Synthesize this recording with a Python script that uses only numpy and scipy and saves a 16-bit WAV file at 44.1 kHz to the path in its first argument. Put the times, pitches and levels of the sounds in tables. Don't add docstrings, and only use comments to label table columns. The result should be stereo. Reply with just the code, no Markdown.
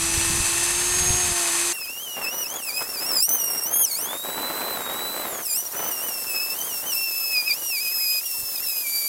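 import sys
import numpy as np
from scipy import signal
from scipy.fft import rfft, irfft
from scipy.io import wavfile
from scipy.ndimage import uniform_filter1d

SR = 44100
rng = np.random.default_rng(int(sys.argv[2]) if len(sys.argv) > 2 else 0)


def pcm_store(signal):
    levels = np.round(np.clip(np.atleast_2d(signal), -1, 1) * 32767)
    wavfile.write(sys.argv[1], SR, levels.astype(np.int16).T)


N = 400428
TIME = np.arange(N) / SR
LEFT_RIGHT = np.array([[1], [-1]])
JUMP_S, SPEED_UP = 1.728, 8
MOTOR_ORDER, BEARING_ORDER = 18, 2.55
FREE_HZ, TOP_HZ = 4031, 15900

# (time [s], length [s], sag [Hz], first order [dB], second order [dB],
# orders 3, 4 and 6 together [dB], fifth order [dB], growth [dB])
BITES = [(1.78, 0.093, 1560, -37, -41.0, -49, -54, -8), (1.868, 0.11, 1173, -38, -42, -47, -51.0, 2),
         (2.041, 0.19, 1203, -37, -43, -51, -47, -2), (2.21, 0.091, 1350, -34.5, -36, -40, -46, -10),
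         (2.327, 0.12, 1082, -34.5, -27, -33.0, -32.5, 8.5),
         (2.436, 0.027, 1547.0, -39.5, -33.5, -42, -49, 12),
         (2.574, 0.198, 1524, -32.5, -32, -33.5, -37.5, 8), (2.776, 0.09, 1447.0, -43, -37.5, -41, -46, -5),
         (2.887, 0.16, 1467, -41, -30, -35, -39.0, 6), (3.081, 0.13, 1530, -44.5, -22.5, -25.5, -30.5, 5.5),
         (3.226, 0.11, 937, -48, -23.0, -25, -27, 5), (3.351, 0.3, 1206.0, -42, -30, -32.5, -31, -1.5),
         (3.694, 0.158, 743, -38, -25.0, -21.5, -29, 3.5),
         (3.842, 0.112, 1950, -45.5, -33.5, -29.5, -38, 1), (4.748, 0.14, 249, -37.5, -43.5, -42, -48.0, 3),
         (5.237, 0.046, 387, -47, -45, -36, -48.0, -3), (5.308, 0.11, 834.0, -51, -37, -47, -41.5, 1),
         (5.424, 0.11, 1695, -42.5, -32, -27, -32.5, 2.5), (5.59, 0.16, 1119, -45.5, -34.5, -42, -40.5, -2),
         (5.733, 0.12, 1004, -42.5, -35, -35, -34.5, 4),
         (5.874, 0.14, 1238, -42, -36.5, -33.5, -37.5, -2.5),
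         (6.054, 0.191, 1337, -41.5, -36.5, -37, -37, 0.5), (6.255, 0.064, 1496, -36, -38, -33.5, -37, -3),
         (6.32, 0.21, 1376, -33.0, -31.5, -36, -35.5, 0),
         (6.584, 0.036, 1081.0, -39.0, -33.0, -33.5, -44.0, -16),
         (6.668, 0.15, 1339, -38.5, -33.5, -36, -37.5, 2), (6.879, 0.139, 1355, -32, -29.5, -35, -30.5, 0),
         (7.026, 0.3, 1385, -32, -29.5, -42, -31.0, 1.0), (7.327, 0.12, 1597, -27.5, -28, -51, -45, -7),
         (7.471, 0.054, 1842, -27, -24.5, -41, -34.5, -12), (7.59, 0.116, 1188, -39, -31, -34, -32, 8),
         (7.694, 0.107, 1590, -31.5, -33, -37.5, -38, -2.5), (7.811, 0.1, 1525, -32.5, -33, -36.5, -32, -2),
         (7.925, 0.28, 1499, -32.5, -25, -34, -25.5, 3.5),
         (8.246, 0.34, 1338, -38, -28.5, -32.5, -32.0, 7.5),
         (8.546, 0.043, 1710, -39.5, -33.5, -39, -30.5, -5),
         (8.628, 0.183, 1504, -42, -33.5, -36, -31.5, -1.5),
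         (8.817, 0.062, 1800, -33.5, -41.5, -35.0, -33.0, 9),
         (8.881, 0.19, 1682, -40.5, -32.5, -35, -32.5, -1.5)]


def undb(db):
    return 10 ** (np.asarray(db) / 20)


def curve(table):
    return np.interp(TIME, *np.transpose(table))


def at(table, hz, column=1):
    rows = np.array(table, float)
    return np.interp(np.log(np.maximum(hz, 1)), np.log(rows[:, 0]), rows[:, column])


def gate(start, length, rise, fall):
    return np.clip(np.minimum((TIME - start) / rise + .5, (start + length - TIME) / fall + .5), 0, 1)


def resonance(hz, centre_hz, width_hz, lift_db):
    return lift_db / (1 + (2 * (hz - centre_hz) / width_hz) ** 2)


def walk(rate):
    hold = max(int(SR / rate), 16)
    steps = rng.standard_normal(N // 16 + 1)[:N // hold + 1]
    drift = uniform_filter1d(uniform_filter1d(np.repeat(steps, hold), hold), hold)[:N]
    return drift / drift.std()


def flutter(depth, rate):
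    return (1 + depth * (walk(rate) + 1j * walk(rate))) / np.sqrt(1 + 2 * depth ** 2)


def noise(colour, band=(0, SR), texture=1):
    hz = np.arange(N // 2 + 1) * SR / N
    bins = rfft(rng.standard_normal(N) * texture) * undb(colour(hz))
    inside = (hz > band[0]) & (hz < band[1])
    return irfft(bins, N) * N / np.sqrt(2 * np.sum(abs(bins[inside]) ** 2))


def background_rumble():
    ports = [noise(lambda hz: -3 * np.log2((hz + 1) / 80) ** 2) for _ in range(2)]
    return undb(-62.5 + 2 * walk(27)) * np.array(ports)


def thumps(pitch_hz=97, decay_s=0.0044):
    # (time [s], level [dB])
    bumps = [(0.176, -15), (.302, -15.5), (0.402, -16), (1.104, -9.5), (8.43, -33)]
    ages = [(np.maximum(TIME - s, 0), db) for s, db in bumps]
    return sum(undb(db) * np.sin(2 * np.pi * pitch_hz * age) * np.exp(-age / decay_s) for age, db in ages)


def air(pace, band, eddy_db, eddy_hz, mid_db, side_db):
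    # (frequency [Hz], relative level [dB])
    air_colour = [(6, -20), (16, -12.5), (30, -4), (70, 0.5), (130, -1), (220, -6), (380, -14), (700, -22),
                  (1500, -55)]
    eddies = undb(eddy_db * 2 * np.tanh(walk(eddy_hz * pace) / 2))
    mid, side = (noise(lambda hz: at(air_colour, hz / pace), band, eddies) for _ in range(2))
    return undb(mid_db) * mid + undb(side_db) * side * LEFT_RIGHT


def air_rumble():
    away = np.clip((TIME - 1.31) / 0.11, 0, 1)
    rumble = air(0.776, (25, 250), eddy_db=4.5, eddy_hz=24.04, mid_db=1.5, side_db=12)
    return undb(-38.5 - 28 * away) * rumble


def air_rush(speed_hz, travel):
    # (time [s], length [s], change [dB])
    swings = [(1.722, 0.33, -9), (2.052, 0.11, -7), (2.165, 0.12, 4.5), (2.439, 0.1, -3), (2.607, 0.06, -9),
              (2.807, 0.026, 7.5), (3.014, 0.18, 4), (3.207, 0.066, -16), (3.823, 0.14, -4.5),
              (4.168, 0.072, -10), (4.24, 0.086, -0.5), (4.369, 0.66, 2), (5.191, 0.093, 3),
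              (5.426, 0.3, -5.5), (5.738, 0.184, 3.5), (6.954, 0.33, -3.5), (8.201, 0.17, -5)]
    swing_db = sum(db * gate(s, length, 0.012, 0.023) for s, length, db in swings)
    gust_db = 10.5 * np.log2(speed_hz / FREE_HZ) - 4.5 * travel + swing_db + walk(30)
    rush = air(SPEED_UP, (200, 1700), eddy_db=4, eddy_hz=75, mid_db=-3 * travel, side_db=4.6)
    return undb(-34.5 + gust_db) * rush


def snags(centre_hz=8650, octaves=0.99, decay_s=0.003):
    # (time [s], level [dB])
    catches = [(2.502, -26), (2.54, -26), (2.824, -27), (3.291, -16)]
    envelope = sum(undb(db) * (TIME >= s) * np.exp(-abs(TIME - s) / decay_s) for s, db in catches)
    return envelope * noise(lambda hz: -12 * (np.log2((hz + 1) / centre_hz) / octaves) ** 2)


def rim_squeal(pitch_hz=2655):
    phase = 2 * np.pi * np.cumsum(pitch_hz * (1 + 0.0036 * walk(13))) / SR
    return np.sin(phase) * undb(-34.5 + 1.3 * walk(12.6)) * gate(0, .82, 0.13, .04)


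def shaft_hum(angle):
    first_db = -36 + 0.82 * walk(7.8) - 5 * gate(0.4, 0.093, 0.039, 0.035) - 4.4 * LEFT_RIGHT
    second_db = -44.5 - 4 + 12 * gate(1.0, 0.515, 0.066, 0.049)
    first = np.sin(angle + 0.2 * LEFT_RIGHT) * undb(first_db)
    return first + np.sin(2 * angle + 0.5 * LEFT_RIGHT) * undb(second_db)


def motor_whine(angle, whine_hz):
    housing_db = resonance(whine_hz, centre_hz=6480, width_hz=160, lift_db=7.5)
    whine = np.sin(MOTOR_ORDER * angle) * undb(-30.5 + housing_db + 1.24 * walk(59.3))
    bearing = np.sin(BEARING_ORDER * angle + walk(26.86)) * undb(-45 + 2 * walk(4.3))
    return whine + bearing


def burr_rasp(angle):
    # (frequency [Hz], relative level [dB])
    rasp_colour = [(250, -17), (600, -14), (850, -8.5), (1400, -8), (2300, -7.5), (3500, -9), (4500, -6),
                   (5800, -10), (6900, -4), (9800, -3.5), (11500, -10.5), (13000, -16), (16000, -32)]
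    # (frequency [Hz], width [Hz], lift [dB])
    rings = [(890, 23, 1), (1077, 59, 6), (1816, 52, 9), (2550, 110, 7.5), (8170, 690, 5)]
    # (frequency [Hz], relative level [dB])
    side_colour = [(300, -4), (4400, -44.5), (9000, -34), (14000, -4)]

    def colour(hz):
        return at(rasp_colour, hz) + sum(resonance(hz, *ring) for ring in rings)

    grit = (1 + .22 * np.cos(angle)) * undb(walk(1500) + .5 * walk(70))
    band = (6800, 14000)
    mid = noise(colour, band, grit)
    side = undb(-11) * noise(lambda hz: colour(hz) + at(side_colour, hz), band, grit)
    return (mid + side * LEFT_RIGHT) * undb(-25 + .5 * LEFT_RIGHT)


def grinding():
    # (time [s], whine [Hz])
    motor = [(0.02, 6000), (0.51, 6115), (0.69, 6280), (0.98, 6480), (1.19, 6490), (1.5, 6115),
             (1.69, 6280)]
    whine_hz = curve(motor)
    shaft_hz = whine_hz / MOTOR_ORDER * (1 + 0.00082 * walk(49.4))
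    angle = 2 * np.pi * np.cumsum(shaft_hz) / SR
    return shaft_hum(angle) + motor_whine(angle, whine_hz) + burr_rasp(angle)


def grit_hiss(speed_hz, strain_hz=2420):
    # (time [s], level [dB])
    hiss_levels = [(2.55, -37.5), (2.97, -35), (3.45, -38.5), (4.03, -35.5), (5.3, -35), (6.62, -32.5),
                   (9.06, -32)]
    # (frequency [Hz], relative level [dB])
    hiss_colour = [(500, -31.5), (4500, -2), (7000, 3), (9000, 5.5), (14500, 10.5), (16000, 4)]
    strain = np.clip((strain_hz - speed_hz) / 400, 0, 1)
    grit = undb(1.3 * walk(1800) + .8 * walk(130))
    mid, side = (noise(lambda hz: at(hiss_colour, hz), (8500, 15500), grit) for _ in range(2))
    level_db = curve(hiss_levels) + 6.5 * strain + 0.19 * LEFT_RIGHT
    return (mid + undb(-19) * side * LEFT_RIGHT) * undb(level_db)


def folded_whine(speed_hz, travel, fold_hz=48000):
    pitch_hz = MOTOR_ORDER * speed_hz * (1 + .008 * walk(45)) - fold_hz
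    window = np.exp(-((abs(pitch_hz) - 2200) / 2800) ** 2)
    level_db = -51 + 2 * travel + 5 * np.tanh(2 * walk(20))
    return undb(level_db) * window * np.sin(2 * np.pi * np.cumsum(pitch_hz) / SR)


def side_tones(angle, load, judder, travel, ripple_hz=100):
    mains = 2 * np.pi * ripple_hz * SPEED_UP * TIME
    buzz = 0
    for k in range(1, 6):
        for way in (-1, 1):
            gain = k / 3 * (1 + .2 * way) * flutter(.8, 60)
            buzz += gain * np.exp(1j * (k * angle + way * mains + .5 * walk(260)))
    bearing = flutter(.5, 200) * np.exp(1j * BEARING_ORDER * angle) * (1 + .5 * np.cos(angle))
    rattle = 0
    for k in (1, 3, 5):
        gain = judder * (.5 + travel) + travel * k / 10
        rattle += gain * flutter(1, 200) * np.exp(1j * (k + .5) * angle)
    motor = (.95 + .35 * travel) * buzz + 1.2 * (1 + travel) * bearing
    return np.imag(undb(-53) * load * motor + undb(-48) * rattle)


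def shaft_speed(entry_hz=2760, stall_s=.04, recover_s=.125, lean_hz_per_s=190):
    # (time [s], speed dip [Hz])
    jams = [(2.255, 155), (2.455, 215), (2.71, 225), (2.985, 230), (3.19, 100), (5.7, 340), (6.95, 165),
            (7.785, 170)]
    speed_hz = np.full(N, float(entry_hz))
    for start, length, sag_hz, *_ in BITES:
        i = int(start * SR)
        age = TIME[i:] - TIME[i]
        held = np.minimum(age, length)
        settling_hz = (FREE_HZ - speed_hz[i] - sag_hz) * np.exp(-held / stall_s)
        drop_hz = sag_hz + lean_hz_per_s * held + settling_hz
        speed_hz[i:] = FREE_HZ - drop_hz * np.exp((held - age) / recover_s)
    speed_hz = uniform_filter1d(uniform_filter1d(speed_hz, size=880), size=880)
    speed_hz = np.minimum(speed_hz, uniform_filter1d(speed_hz, size=2000))
    return speed_hz - sum(dip_hz * np.exp(-((TIME - s) / .018) ** 2) for s, dip_hz in jams)


def order_levels(swell_s=0.039, linger_s=0.097, fade_s=0.035):
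    # (time [s], length [s], change [dB])
    lifts = [(2.477, 0.016, -9), (3.271, 0.018, -14), (3.859, 0.036, -3), (5.62, 0.035, -11),
             (6.541, 0.04, -11), (6.807, 0.056, -7), (7.413, 0.051, -8.5), (7.54, 0.076, -15),
             (8.199, 0.06, -15), (8.416, 0.14, -7.5), (8.597, 0.028, -7)]
    free_db = np.array([[-36], [-43.5], [-40], [-50]])
    levels = free_db * np.ones(N)
    for start, length, _, *bite_db, growth_db in BITES:
        i = int(start * SR)
        age = TIME[i:i + SR] - start
        screech = np.clip(1 - (age - length - linger_s) / fade_s, 0, 1)
        pressed_db = np.array(bite_db)[:, None] + growth_db * (np.minimum(age / length, 1) - 1)
        goal_db = free_db + screech * (pressed_db - free_db)
        takeover = np.minimum(abs(age) / swell_s, 1)
        levels[:, i:i + SR] += takeover * (goal_db - levels[:, i:i + SR])
    lift_db = sum(db * gate(s, length, 0.018, 0.012) for s, length, db in lifts)
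    return [db + lift_db + 1.7 * walk(26) for db in levels]


def shaft_whistle(shaft_hz, angle, rough, travel):
    # (frequency [Hz], relative level [dB])
    deck_colour = [(7500, 5.5), (9500, 7.5), (10800, 7), (12500, 11), (14500, 0.5), (16000, 9.5)]
    # (frequency [Hz], left minus right [dB], left lead [rad])
    ports = [(2840, -2, 1), (4200, -1, 0.71), (5200, 0, 0.85), (6000, 2.5, 1), (8000, 4.5, 0.46),
             (13000, 5, 0)]
    first, second, higher, fifth = undb(order_levels())
    radiated = {k: undb(at(deck_colour, k * shaft_hz)) * (k * shaft_hz < TOP_HZ) for k in (3, 4, 6)}
    share = higher / np.sqrt(sum(gain ** 2 for gain in radiated.values()))
    gains = {1: first, 2: second, 5: fifth, **{k: gain * share for k, gain in radiated.items()}}
    skips = undb(-7 * rough * np.maximum(walk(90) - .8, 0))
    chatter = skips * flutter(.17 * rough, 330)
    whistle = 0
    for k, gain in gains.items():
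        pan_db = at(ports, k * shaft_hz) - 3 * travel
        phase = k * angle + at(ports, k * shaft_hz, column=2) * LEFT_RIGHT / 2
        shake = chatter * flutter(.2 * rough, 130) * flutter(.08 * k * rough, 600)
        whistle += gain * undb(pan_db * LEFT_RIGHT / 2) * np.imag(shake * np.exp(1j * phase))
    return np.sqrt(2) * undb(0.83) * whistle


def fast_grinding(speed_hz, travel):
    # (time [s], length [s], strength [ratio])
    judders = [(2.441, 0.17, 1.05), (3.664, 0.077, 0.77), (3.848, 0.039, 0.95), (5.65, 0.1, 1.23),
               (6.548, 0.12, 1.33), (6.912, 0.048, 0.89), (7.475, 0.065, 1.2), (8.54, 0.069, 1.14),
               (8.653, 0.058, 1.38)]
    judder = sum(strength * gate(s, length, 0.0092, 0.015) for s, length, strength in judders)
    load = np.clip((4200 - speed_hz) / 1500, .1, 1)
    rough = load * (1 - .55 * travel) + .85 * judder
    jitter = rough * (.004 * walk(110) + .003 * walk(600))
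    wander = .005 * load * (1 - .5 * travel) * walk(40)
    shaft_hz = speed_hz * (1 + jitter + wander)
    angle = 2 * np.pi * np.cumsum(shaft_hz) / SR
    tones = shaft_whistle(shaft_hz, angle, rough, travel) + side_tones(angle, load, judder, travel)
    return tones + folded_whine(speed_hz, travel) + grit_hiss(speed_hz)


def scene():
    fast = np.clip((TIME - JUMP_S) / 0.015 + .5, 0, 1)
    travel = np.interp(TIME, [6, 8], [0, 1])
    speed_hz = shaft_speed()
    real_time = air_rumble() + rim_squeal() + grinding()
    fast_time = air_rush(speed_hz, travel) + fast_grinding(speed_hz, travel)
    return background_rumble() + thumps() + snags() + (1 - fast) * real_time + fast * fast_time


def record(dry):
    return signal.sosfilt(signal.ellip(10, .2, 80, TOP_HZ, fs=SR, output="sos"), dry)


dry = scene()
out = record(dry)
pcm_store(out)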